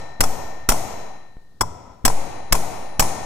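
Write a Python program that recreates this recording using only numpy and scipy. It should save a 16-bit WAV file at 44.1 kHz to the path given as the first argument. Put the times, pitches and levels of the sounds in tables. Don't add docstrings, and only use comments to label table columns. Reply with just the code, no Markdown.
import sys
import numpy as np
from scipy import signal
from scipy.fft import rfft, irfft
from scipy.io import wavfile

SR = 44100
rng = np.random.default_rng(int(sys.argv[2]) if len(sys.argv) > 2 else 0)


def persist_wave(psi):
    counts = np.round(np.clip(psi, -1, 1) * 32767).astype(np.int16)
    wavfile.write(sys.argv[1], SR, np.atleast_2d(counts).T)


N = 143325
PRE = SR // 2
M = N + PRE
T = (np.arange(M) - PRE) / SR


def amp(db):
    return 10 ** (np.asarray(db) / 20)


def at_hz(points, hz):
    p = np.array(points, float)
    return np.interp(np.log(np.maximum(hz, 1)), np.log(np.maximum(p[:, 0], 1)), p[:, 1])


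def clicks(s, size):
    out = np.full(M, 1e-18)
    out[(np.asarray(s) * SR).astype(int) + PRE] = size
    return out


def fade(x, t60):
    return signal.lfilter([1], [1, -amp(-60 / (t60 * SR))], x)


def ring(x, hz, t60):
    r, w = amp(-60 / (t60 * SR)), 2 * np.pi * hz / SR
    return signal.lfilter([0, np.sin(w)], [1, -2 * r * np.cos(w), r * r], x)


def noise_pair(gain):
    spectra = rfft(rng.standard_normal((2, M))) * gain(np.fft.rfftfreq(M, 1 / SR))
    x = irfft(spectra, M)
    return x / x.std()


def coloured(spectrum):
    return noise_pair(lambda hz: amp(at_hz(spectrum, hz)))


# t/s, contact strength/dB, chatter length/s, crack level/dB, broad echo level/dB,
# punch-pitched echo level/dB, echo treble slope/(dB per octave)
BLOW_TABLE = [(-.27, 8, .008, -5.5, -13, -25, 1), (0.206, 9.5, 0.0076, -7.5, -10.5, -22, 1),
              (0.689, 13, 0.012, -9, -8, -21.5, 1.5), (1.609, 4.5, 0.0092, -25, -26, -26.5, -1.5),
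              (2.051, 12, .011, -9.5, -7, -30.5, 1.16), (2.524, 14, .006, -4, -7.5, -27, 1.48),
              (2.995, 14, 0.012, -12, -6.5, -20, 1.5)]
# punch brightness/(dB per octave), extra level into the bench/dB
LANDING_TABLE = [(-2, 0), (1.4, 0), (2.6, 0.5), (-1.5, -0.5), (2, 1.5), (2.2, -2), (2.6, 0)]
# t/s, contact strength/dB
BOUNCE_TABLE = [(0.238, 6), (.720, 7.5), (2.079, 12), (2.552, 7), (3.024, 5.5)]
BOUNCE_S, BOUNCE_CRACK_DB, BOUNCE_TILT_DB = 0.00067, -7.5, -1
# f/Hz, relative level/dB, t60/s
PUNCH_MODES = [(977, 6.5, 0.011), (1310, 0.5, 0.013), (2020, -11.5, 0.019), (3392, -11.5, .03),
               (5280, -2, 0.029), (5758, 1, 0.02), (6920, -6.5, 0.019), (7220, -2, 0.023),
               (7754, -1, 0.022), (8140, -5, 0.015), (9170, -11, 0.022), (10150, -11, .03),
               (11300, -24.5, .03), (14100, -5, .02)]
# f/Hz, relative level/dB
CRACK_SPECTRUM = [(88, -39), (150, -8), (1140, -6), (1650, -9), (3230, -13.5), (3850, -18), (10100, -12.5),
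                  (14400, -18), (16500, -40)]
RISE_S, CRACK_FADE_S, PUNCH_DB = 0.00058, 0.0032, -19
CHATTER_PER_S = 3000


def contact():
    out, hiss = np.zeros((2, M)), coloured(CRACK_SPECTRUM)
    hits = [(*blow[:4], landing[0]) for blow, landing in zip(BLOW_TABLE, LANDING_TABLE)]
    hits += [(s, db, BOUNCE_S, BOUNCE_CRACK_DB, BOUNCE_TILT_DB) for s, db in BOUNCE_TABLE]
    for s, db, length, crack_db, tilt_db in hits:
        part = slice(int(s * SR) + PRE, int((s + .2) * SR) + PRE)
        age = np.maximum(T[part] - s, 0)
        rise = np.minimum(age / RISE_S, 1) ** 2
        push = amp(db) * rise * np.exp(-np.maximum(age - length, 0) / CRACK_FADE_S)
        struck = rng.random(len(age)) < CHATTER_PER_S / SR
        chatter = push * rng.standard_normal((2, len(age))) * struck
        out[:, part] += amp(crack_db) * push * hiss[:, part]
        for hz, mode_db, t60 in PUNCH_MODES:
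            level_db = PUNCH_DB + mode_db + tilt_db * np.log2(hz / 4000)
            out[:, part] += amp(level_db) * ring(chatter, hz, t60)
    return out


HAMMER_HZ_TABLE = [1813, 1862, 3962, 4004, 6524, 9643, 13380]
# family index, left level/dB, right level/dB (added to the family's), t60/s
HAMMER_LINES = [(0, -1, -14.5, 1.71), (0, -24.5, -13.5, 2.3), (1, -1.5, -37, 1.3), (1, 1.5, -15.5, 1.28),
                (2, 6, -24, 0.71), (3, 2.5, 7, 0.86), (4, 9.5, -16, 0.5)]
# starting level/dB of each of the five line families, lowest first
RING_LEVELS = [(-30, -36, -50, -55.5, -38), (-28.5, -40, -28.5, -48.5, -26),
               (-33.5, -36.5, -24.5, -44, -24.5), (-59, -71.5, -51, -79, -63),
               (-32.5, -36, -27, -40.5, -31), (-32.5, -37, -29, -36, -25.5), (-23.5, -34, -22, -35.5, -34)]


def hammer():
    s, levels = np.transpose(BLOW_TABLE)[0], np.array(RING_LEVELS)
    last = np.maximum(np.searchsorted(s, T) - 1, 0)
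    age = np.maximum(T - s[last], 0)
    phase = rng.uniform(0, 2 * np.pi, (len(s), len(HAMMER_LINES)))
    out = np.zeros((2, M))
    for k, (hz, (family, left, right, t60)) in enumerate(zip(HAMMER_HZ_TABLE, HAMMER_LINES)):
        decay = amp(levels[last, round(family)] - 60 * age / t60)
        line = decay * np.sin(2 * np.pi * hz * age + phase[last, k])
        out += amp([[left], [right]]) * line
    return out


# f/Hz, relative level/dB, t60/s
BENCH_MODES = [(65.7, -25.5, .15), (105.1, -17.5, .2), (169, -26, 0.3), (241.2, -20, 0.17),
               (371, -26, 0.076)]


def bench():
    s, db = np.transpose(BLOW_TABLE)[:2]
    force = amp(db + np.transpose(LANDING_TABLE)[1])
    kicks = rng.normal(-0.7, 0.26, (len(s), 2, len(BENCH_MODES)))
    out = np.zeros((2, M))
    for k, (hz, mode_db, t60) in enumerate(BENCH_MODES):
        struck = np.array([clicks(s, force * kicks[:, side, k]) for side in range(2)])
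        out += amp(mode_db) * ring(struck, hz, t60)
    return out


SLAP_S, SLAP_LOW_HZ, SLAP_HIGH_HZ, SLAP_DB = .0205, 635, 1120, -7.5


def wall_slap(direct):
    wall = signal.butter(2, [SLAP_LOW_HZ, SLAP_HIGH_HZ], "band", fs=SR, output="sos")
    return amp(SLAP_DB) * np.roll(signal.sosfilt(wall, direct), int(SLAP_S * SR), axis=1)


# f/Hz, relative level/dB
ECHO_SPECTRUM = [(24, -20), (40, -2.5), (104, -0.5), (167, -5), (372, -7), (600, -7), (760, -2.5),
                 (1150, -16), (1720, -26), (2000, -21.5), (2450, -23.5), (2900, -28.5), (3740, -30),
                 (4700, -27), (6300, -23.5), (9690, -22), (12500, -33), (15500, -37.5), (16500, -44.5)]
# f/Hz, t60/s
ECHO_DECAY = [(60, 0.76), (250, 0.77), (800, 0.83), (2500, 0.85), (6000, 0.63), (10000, 0.39),
              (15000, 0.45)]
EARLY_DB, EARLY_T60_S, BUILD_S = 3, 0.11, 0.012
BLUR = 0.06


def punch_lines(hz):
    power = 0
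    for f, db, _ in PUNCH_MODES:
        power = power + amp(2 * db) / f / (1 + ((hz - f) / (BLUR * f)) ** 2) ** 2
    return np.sqrt(power)


def workshop():
    s, broad_db, punch_db, treble_db = np.transpose(BLOW_TABLE)[[0, 4, 5, 6]]
    broad = [coloured(ECHO_SPECTRUM), coloured(ECHO_SPECTRUM)]
    pitched = [noise_pair(punch_lines), noise_pair(punch_lines)]
    edges = 35 * 2 ** np.arange(0, 9, 1 / 3)
    smooth = np.exp(-1 / (BUILD_S * SR))
    out = np.zeros((2, M))
    for k, (low, high) in enumerate(zip(edges, edges[1:])):
        hz = np.sqrt(low * high)
        band = signal.butter(2, [low, high], "band", fs=SR, output="sos")
        for db, noise in [(broad_db, broad), (punch_db, pitched)]:
            kick = clicks(s, amp(db + treble_db * np.log2(hz / 1000)))
            swell = fade(kick, at_hz(ECHO_DECAY, hz)) + amp(EARLY_DB) * fade(kick, EARLY_T60_S)
            envelope = signal.lfilter([1 - smooth], [1, -smooth], swell)
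            out += envelope * signal.sosfilt(band, noise[k % 2])
    return out


# f/Hz, relative level/dB
FLOOR_SPECTRUM = [(12, -29.5), (20, -12), (175, -24), (857, -37), (1670, -47), (1820, -39.5), (1980, -55),
                  (4070, -46), (15500, -58)]


def noise_floor():
    return amp(-55.5) * coloured(FLOOR_SPECTRUM)


# f/Hz, phase/rad
PHASE_LEAD = [(0, 0), (350, -1.5), (1000, -0.14), (3600, 1.6), (5800, -6), (8000, -8), (16500, -31.5)]
# f/Hz, share from 0 to 1
LIKENESS = [(40, 1), (300, 0.61), (1000, 0.46), (4000, 0.39), (12000, 0.23)]
# f/Hz, level difference/dB
LEFT_OVER_RIGHT = [(60, 4.5), (200, 1.5), (700, 6), (2400, 5), (6000, 5), (15000, 6)]


def microphones(pair):
    hz = np.fft.rfftfreq(M, 1 / SR)
    left, own = rfft(pair)
    alike = np.clip(at_hz(LIKENESS, hz), 0, 1)
    shifted = left * np.exp(-1j * np.interp(hz, *np.transpose(PHASE_LEAD)))
    right = alike * shifted + np.sqrt(1 - alike ** 2) * own
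    side = amp(at_hz(LEFT_OVER_RIGHT, hz) / 2)
    return irfft(np.array([left * side, right / side]), M)


# t/s, upswing height, upswing peak time/s, downswing height, downswing peak time/s
SWING_TABLE = [(-.27, 0.43, 0.011, 0.23, 0.045), (.206, 0.46, 0.014, 0.27, 0.058),
               (0.692, 0.58, 0.0074, 0.17, 0.07), (1.611, -0.11, 0.013, -0.037, 0.043),
               (2.055, 0.64, 0.025, 0.28, 0.072), (2.525, 0.47, 0.0087, 0.21, 0.076),
               (2.997, 0.43, 0.012, 0.18, 0.064)]
# t/s, left height, right height, rise/s, fall/s
JUMP_TABLE = [(0.199, 0.24, 0.035, .0003, .02), (1.369, -0.036, -0.03, 0.00021, 0.042),
              (2.0437, 0.23, 0.0, 0.00041, 0.018), (2.514, 0.26, 0.01, 0.0012, 0.023)]
RIGHT_HEIGHT, RIGHT_TIME, COUPLING_HZ = 0.88, 0.91, 1


def lurch():
    out = np.zeros((2, M))
    for s, up, up_s, down, down_s in SWING_TABLE:
        age = np.maximum(T - s, 0) / [[1], [RIGHT_TIME]]
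        upswing = up * (age / up_s * np.exp(1 - age / up_s)) ** 2
        downswing = down * age / down_s * np.exp(1 - age / down_s)
        out += [[1], [RIGHT_HEIGHT]] * (upswing - downswing)
    for s, left, right, rise, fall in JUMP_TABLE:
        age = np.maximum(T - s, 0)
        jump = (1 - np.exp(-age / rise)) * np.exp(-(age / fall) ** 2)
        out += np.outer([left, right], jump)
    return signal.lfilter(*signal.butter(1, COUPLING_HZ, "high", fs=SR), out)[:, PRE:]


def scene():
    direct = contact()
    heard = microphones(direct + wall_slap(direct) + bench() + workshop() + noise_floor())
    return (heard + hammer())[:, PRE:]


THRESHOLD_DB, SQUEEZE = -39.5, 0.39
LEVEL_FALL_DB_PER_S, LISTEN_S, ATTACK_S = 119, 0.02, 0.0027
TOP, CUTOFF_HZ = 0.48, 16900


def lag(x, s):
    r = np.exp(-1 / (s * SR))
    return signal.lfilter([1 - r], [1, -r], x, zi=[r * np.mean(x[:400])])[0]


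def record(dry):
    level = 10 * np.log10(lag(np.mean(dry ** 2, 0), LISTEN_S) + 1e-12)
    ramp = LEVEL_FALL_DB_PER_S * np.arange(N) / SR
    held = np.maximum.accumulate(level + ramp) - ramp
    cut_db = lag(SQUEEZE * np.maximum(held - THRESHOLD_DB, 0), ATTACK_S)
    driven = dry * amp(-cut_db) + lurch()
    overloaded = TOP * np.tanh(driven / TOP)
    top_cut = signal.cheby2(12, 70, CUTOFF_HZ, fs=SR, output="sos")
    return signal.sosfilt(top_cut, overloaded)


dry = scene()
out = record(dry)
persist_wave(out)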